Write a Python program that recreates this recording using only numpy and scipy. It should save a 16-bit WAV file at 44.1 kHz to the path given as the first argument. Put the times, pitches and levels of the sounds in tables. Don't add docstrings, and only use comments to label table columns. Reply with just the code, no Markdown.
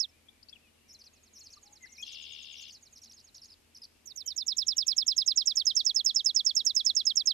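import sys
import numpy as np
from scipy import signal
from scipy.fft import rfft, irfft, next_fast_len
from scipy.io import wavfile
from scipy.ndimage import uniform_filter1d, map_coordinates

SR = 44100
rng = np.random.default_rng(int(sys.argv[2]) if len(sys.argv) > 2 else 0)


def persist_wave(psi):
    counts = np.round(np.clip(psi, -1, 1) * 32767).astype(np.int16)
    wavfile.write(sys.argv[1], SR, np.atleast_2d(counts).T)


N = 323253


def near_bird(full_db=-14, warm_up_s=0.29):
    # t/s, level/dB
    note_level = [(-.017, -40), (-.013, -18), (-.007, -7), (-.003, -29), (0, -7), (.004, .5), (.013, -1.3),
                  (.025, -11.5), (.036, -8), (.047, -11), (.055, -17), (.06, -38)]
    tempo_marks = [4.07, 4.581, 5.178, 5.96, 6.259, 6.564, 6.862, 7.271]
    # f/Hz, left minus right/dB
    shade = [(3300, -9.5), (4000, -11.5), (4700, -12.5), (5250, -11.5), (5700, -32), (6500, -9.5),
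             (8000, -17)]
    # delay/s, level/dB
    trees = [(.03, -42), (.087, -40.5)]
    flick_hz, crest_s = 5900, -0.0025
    out = np.zeros((2, N))
    t, shape_db = contour(note_level)
    shape_hz, slide = note_pitch(t, flick_hz, crest_s)
    sliding = np.minimum(2 * slide, 1)
    flicking = np.clip(t / crest_s, 0, 1)
    times = beats(tempo_marks)
    notes = [(0.00059, -4, 0)]
    notes += [(s, 0, np.exp(-((s - times[0]) / warm_up_s) ** 1.06)) for s in times]
    for s, accent_db, cold in notes:
        sharp, loud, bright = rng.standard_normal(3)
        held_db = full_db + accent_db - 23 * cold + 0.22 * loud
        cold_rise = cold * (0.066 * (1 - flicking) + 0.049 * sliding)
        hz = shape_hz * (1 + cold_rise + 0.00824 * sharp)
        hz *= 1 + 0.0079 * wander(t, 235.4) + 0.012 * sliding * wander(t, 66.7)
        roughness = 0.26 * rng.random() ** 2 * np.maximum(shape_hz / flick_hz - 1, 0)
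        hz *= 1 + roughness * wander(t, 2437)
        flutter_db = 1.5 * (.5 + sliding) * wander(t, 241.4)
        db = held_db + shape_db + 7 * cold * (sliding + flicking) + flutter_db
        overtone_db = -36 - 0.94 * (held_db + 14.5) + 3 * bright + 3.5 * wander(t, 71)
        overtone_db += 6 * flicking - 4 * sliding
        hiss = undb(held_db - 44 + shape_db / 2) * rng.standard_normal(len(t))
        right = whistle(hz, db, overtone_db, overtone_db - 8) + hiss
        left = right * undb(np.interp(hz, *np.transpose(shade)))
        add(out, s + t[0], np.array([left, right]))
    scattered = out[1] * undb(2.9 * wander(np.arange(N) / SR, 10))
    echoes = foliage(scattered, early_db=-21, late_db=-31.5, early_s=0.059, late_s=0.2)
    for delay, tree_db in trees:
        add(echoes, delay, undb(tree_db) * scattered)
    return out + pan(echoes, 1.2)


def note_pitch(t, flick_hz, crest_s):
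    crest_hz, held_hz, end_hz, sag_hz_per_s = 8600, 5400, 3200, 7000
    flick_s, settle_s, slide_start_s, slide_end_s = 0.005, 0.0024, 0.014, .06
    progress = np.clip((t - slide_start_s) / (slide_end_s - slide_start_s), 0, 1)
    slide = (1 - np.cos(np.pi * progress)) / 2
    from_crest = np.abs(t - crest_s)
    rising = flick_hz + (crest_hz - flick_hz) * np.exp(-from_crest / flick_s)
    held = held_hz - sag_hz_per_s * np.clip(t, 0, slide_start_s)
    falling = held + (crest_hz - held_hz) * np.exp(-from_crest / settle_s) + (end_hz - held) * slide
    return np.where(t < crest_s, rising, falling), slide


def far_bird():
    # t/s, f/Hz, level/dB
    note_shape = [(-.021, 6890, -21), (-.016, 7710, -30), (-.011, 8900, -26), (-.005, 6853, -11),
                  (0, 6525, -5), (.008, 6444, -11), (.016, 6300, -30), (.026, 5500, -11), (.035, 4620, -13),
                  (.044, 4070, -10), (.054, 3600, -29)]
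    # t/s, level/dB
    tempo_marks = [(1.138, -54), (1.439, -46.5), (1.928, -43.5), (2.128, -42), (2.933, -45), (3.458, -47.5)]
    out = np.zeros(N)
    t, shape_hz, shape_db = contour(note_shape)
    marks, marks_db = np.transpose(tempo_marks)
    for s in beats(marks):
        hz = shape_hz * (1 + 0.0015 * wander(t, 154))
        db = shape_db + np.interp(s, marks, marks_db) + 0.45 * wander(t, 212)
        add(out, s + t[0], whistle(hz, db, second_db=-35))
    return pan(out, -4.5) + foliage(out, early_db=-10, late_db=-12.5, early_s=0.053, late_s=0.65)


def warbler(wobble_hz=205):
    # t/s, f/Hz, level/dB, wobble depth/Hz
    hook = [(0, 6100, -20, 235), (.016, 5560, -5, 336), (.033, 5410, -2, 315), (.046, 5700, -5, 302),
            (.055, 7340, -4.5, 11), (.063, 5690, -2.5, 0), (.072, 4270, -0.5, 0), (.089, 4100, -11, 0)]
    sag = [(0, 6200, -7, 400), (.015, 5600, -8.5, 500), (.03, 4700, 2, 350), (.042, 4600, -27, 300),
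           (.053, 4630, -6, 300)]
    fall = [(0, 5300, -3, 320), (.014, 6210, -12, 513), (.026, 5200, -2.5, 303), (.037, 4300, -1, 100),
            (.048, 3860, -20, 0)]
    # t/s, level/dB, pitch factor, delay of the sag/s, delay of the fall/s
    phrases = [(.88, -49.5, .98, 0.11, 0.16), (1.344, -47.5, 1.013, .098, 0.16),
               (1.965, -45.5, 1.0, .1, .157), (2.561, -47.5, 1.013, 0.12, 0.16)]
    out = np.zeros(N)
    for s, phrase_db, pitch, sag_s, fall_s in phrases:
        for shape, delay in ((hook, 0), (sag, sag_s), (fall, fall_s)):
            t, hz, shape_db, depth_hz = contour(shape)
            wobble = depth_hz * np.sin(2 * np.pi * wobble_hz * t + 1.78 * wander(t, 113))
            db = shape_db + phrase_db + 0.71 * wander(t, 160)
            add(out, s + delay, whistle(pitch * hz + wobble, db, second_db=-20))
    return pan(out, 1.1) + foliage(out, early_db=-10.5, late_db=-17.5, early_s=0.068, late_s=0.54)


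def buzzing_bird(start_s=2.03, end_s=2.7, rate_hz=75, slowing_hz_per_s=5.8, fade_db_per_s=6.5):
    # t/s, length/s, start f/Hz, end f/Hz, level/dB
    cycle = [(0, 0.004, 6010, 3500, -7.5), (.002, 0.0085, 5450, 4520, -8.5), (.004, .0045, 4180, 2450, 3.5),
             (.0085, 0.0029, 2270, 3880, -0.5)]
    out = np.zeros(N)
    t = np.arange(0, end_s - start_s, 1 / SR)
    cycles_done = np.floor(np.cumsum(rate_hz - slowing_hz_per_s * t) / SR)
    for age in t[np.flatnonzero(np.diff(cycles_done))]:
        db = -40.5 - fade_db_per_s * age
        swell = min(age / 0.042, 1)
        for delay, length, start_hz, end_hz, sweep_db in cycle:
            soft, sharp = rng.standard_normal(2)
            pitch = 1 + 0.045 * sharp
            sweep = glide(length, start_hz * pitch, end_hz * pitch, db + sweep_db - soft)
            add(out, start_s + age + delay, swell * sweep)
    out = colour(out, lambda f: 1 / np.sqrt((1 + (2250 / f) ** 16) * (1 + (f / 5900) ** 24)))
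    echoes = foliage(out, early_db=-5, late_db=-19.5, early_s=0.037, late_s=0.35)
    return pan(out * undb(-8), 5.2) + pan(echoes, 13.3)


def twitter():
    # t/s, length/s, top f/Hz, level/dB
    pattern = [(0, 0.012, 5480, 0), (0.014, 0.011, 5310, 0.5), (0.025, .0095, 5950, 0),
               (.037, 0.0069, 5230, -1)]
    # t/s, level/dB, length factor, pitch factor
    repeats = [(2.959, -50, 0.78, 1.05), (3.016, -49.5, 1.07, 1.06), (3.095, -50, 0.94, 1.03),
               (3.176, -53, 0.91, 0.98), (3.344, -48, 0.93, 0.99), (3.416, -47.5, 1.03, 1),
               (3.502, -50.5, .95, 0.95), (3.747, -47.5, .92, 1.04), (3.818, -43, 0.87, 0.94)]
    out = np.zeros(N)
    for s, repeat_db, stretch, pitch in repeats:
        for delay, length, top_hz, slide_db in pattern:
            sharp, shallow, loud = rng.standard_normal(3)
            start_hz = top_hz * pitch * (1 + 0.0252 * sharp)
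            end_hz = 0.74 * start_hz * (1 + 0.15 * shallow)
            db = repeat_db + slide_db + 0.5 * loud
            slide = glide(length * stretch, start_hz, end_hz, db, bend=2.53, second_db=-18)
            add(out, s + delay * stretch, slide)
    return pan(out, -0.8) + foliage(out, early_db=-12.5, late_db=-19.5, early_s=0.078, late_s=0.95)


def left_calls(rasp_db=2.5, rasp_hz=250):
    # t/s, length/s, start f/Hz, end f/Hz, level/dB
    chips = [(.284, 0.012, 3270, 3570, -53.5), (.428, .0068, 4200, 5470, -52),
             (0.486, 0.0042, 4250, 4700, -49), (0.493, 0.0055, 3980, 5800, -47.5),
             (.527, 0.012, 3480, 3260, -47.5), (0.553, .018, 3140, 2400, -57.5)]
    soft_whistles = [(.615, 0.072, 2800, 2350, -71), (4.238, 0.078, 3160, 3050, -63),
                     (4.752, 0.051, 2930, 2860, -65.5), (4.854, 0.088, 2730, 2200, -67.5)]
    rough_notes = [(1.567, 0.014, 1200, 1180, -61), (1.63, .14, 813, 841, -67),
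                   (1.803, 0.045, 2130, 2005, -62), (1.832, 0.023, 2073, 1990, -48),
                   (1.849, 0.12, 2140, 2110, -67), (1.856, 0.013, 1560, 2020, -56),
                   (1.883, .071, 5900, 5730, -63.5), (1.981, 0.0089, 2180, 2560, -47),
                   (1.994, 0.031, 2475, 2525, -54), (2.025, 0.014, 3345, 3240, -36.5)]
    out = np.zeros(N)
    for s, *note in chips + soft_whistles:
        add(out, s, glide(*note, second_db=-22))
    for s, *note in rough_notes:
        tone = glide(*note, second_db=-27)
        rasp = undb(rasp_db * wander(np.arange(len(tone)) / SR, rasp_hz))
        add(out, s, tone * rasp)
    return pan(out, 13.4) + foliage(out, early_db=-3, late_db=-16.5, early_s=0.053, late_s=1.0)


def far_whistlers(count=120, lull_db=-6):
    out = np.zeros(N)
    for k, (when, pitch, slope) in enumerate(rng.uniform(-1.7, 1, (count, 3))):
        hz = 2650 * (1 + pitch / 10)
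        db = -73 + lull_db * np.sin(np.pi * k / count) ** 2
        call = glide(.04, hz * (1 - slope / 10), hz * (1 + slope / 10), db)
        add(out, (k + when / 2) * N / SR / count, call)
    return pan(foliage(out, early_db=3.5, late_db=-11, early_s=0.34, late_s=0.8), 3)


def evening_air(alike_below_hz=220):
    # f/Hz, relative level/dB
    spectrum = [(15, -36), (25, -3.5), (81, -6), (131, -6.5), (176, -12.5), (237, -4.5), (293, -8),
                (415, -10.5), (927, -17), (1060, -18), (1420, -20), (2930, -17.5), (7280, -22),
                (12800, -23), (15000, -66)]
    # centre f/Hz, width/Hz, level/dB
    far_bands = [(229, 16.7, -80), (2470, 2100, -79.5)]
    hz, db = np.transpose(spectrum)
    noise = rng.standard_normal((2, N))
    mid, side = colour(noise, lambda f: undb(np.interp(np.log(f), np.log(hz), db)))
    side = colour(side, lambda f: 0.98 * f / np.hypot(f, alike_below_hz))
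    out = undb(-69.5) * np.array([mid + side, mid - side]) / mid.std()
    for centre, width, band_db in far_bands:
        band = colour(rng.standard_normal(N), lambda f: 1 / (1 + (2 * (f - centre) / width) ** 2))
        out += undb(band_db) * band / band.std()
    return pan(out, 1.7)


def motor_hum(hz=79.8, db=-72.5):
    t = np.arange(N) / SR
    phase = 2 * np.pi * np.cumsum(hz + 1.22 * wander(t, 11)) / SR
    return pan(undb(db + 0.91 * wander(t, 10)) * np.sin(phase), 2.2)


def foliage(x, early_db, late_db, early_s, late_s):
    t = np.arange(int(.8 * SR)) / SR
    response = 0
    for db, fade_s in ((early_db, early_s), (late_db, late_s)):
        onset = 1 - np.exp(-t / 0.0011)
        echoes = rng.standard_normal((2, len(t))) * undb(-60 * t / fade_s) * onset
        response = response + undb(db) * echoes / np.sqrt(np.sum(echoes ** 2) / 2)
    return signal.fftconvolve(x[None], response, axes=1)[:, :N]


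def whistle(hz, db, second_db=-30, third_db=-50):
    phase = 2 * np.pi * np.cumsum(hz) / SR
    tone = np.sin(phase)
    for k, overtone_db in ((2, second_db), (3, third_db)):
        beak_db = np.interp(k * hz, [8000, 10500, 13000, 15500, 20000], [-16, -1, 4, -4, -60])
        tone += undb(overtone_db + beak_db) * np.sin(k * phase)
    return undb(db) * tone


def glide(length, start_hz, end_hz, db, bend=1, second_db=-28):
    progress = np.linspace(0, 1, max(int(length * SR), 8))
    hz = start_hz + (end_hz - start_hz) * progress ** bend
    return whistle(hz, db, second_db) * np.abs(np.sin(np.pi * progress)) ** .5


def beats(marks, gap_s=.1):
    runs = [np.linspace(a, b, max(round((b - a) / gap_s), 1), endpoint=False)
            for a, b in zip(marks, marks[1:])]
    return np.concatenate(runs + [[marks[-1]]])


def contour(rows):
    s, *columns = np.transpose(rows)
    t = np.arange(s[0], s[-1], 1 / SR)
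    return [t] + [uniform_filter1d(np.interp(t, s, c), 45, mode="nearest") for c in columns]


def wander(t, rate):
    steps = rng.standard_normal(256)
    return map_coordinates(steps, [(t - t[0]) * rate], order=3, mode="mirror")


def colour(x, gain):
    size = next_fast_len(N, real=True)
    f = np.maximum(np.fft.rfftfreq(size, 1 / SR), 1)
    return irfft(rfft(x, size) * gain(f), size)[..., :N]


def pan(x, db):
    return x * undb(np.array([[db], [-db]]) / 2)


def add(out, s, x):
    i = int(round(s * SR))
    a, b = max(i, 0), min(i + x.shape[-1], N)
    if b > a:
        out[..., a:b] += x[..., a - i:b - i]


def undb(db):
    return 10 ** (np.asarray(db) / 20)


def scene():
    birds = near_bird() + far_bird() + warbler() + twitter() + left_calls() + buzzing_bird()
    return birds + far_whistlers() + motor_hum() + evening_air()


def record(dry, top_hz=15700):
    return signal.sosfilt(signal.ellip(10, .1, 70, top_hz, fs=SR, output="sos"), dry)


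dry = scene()
out = record(dry)
persist_wave(out)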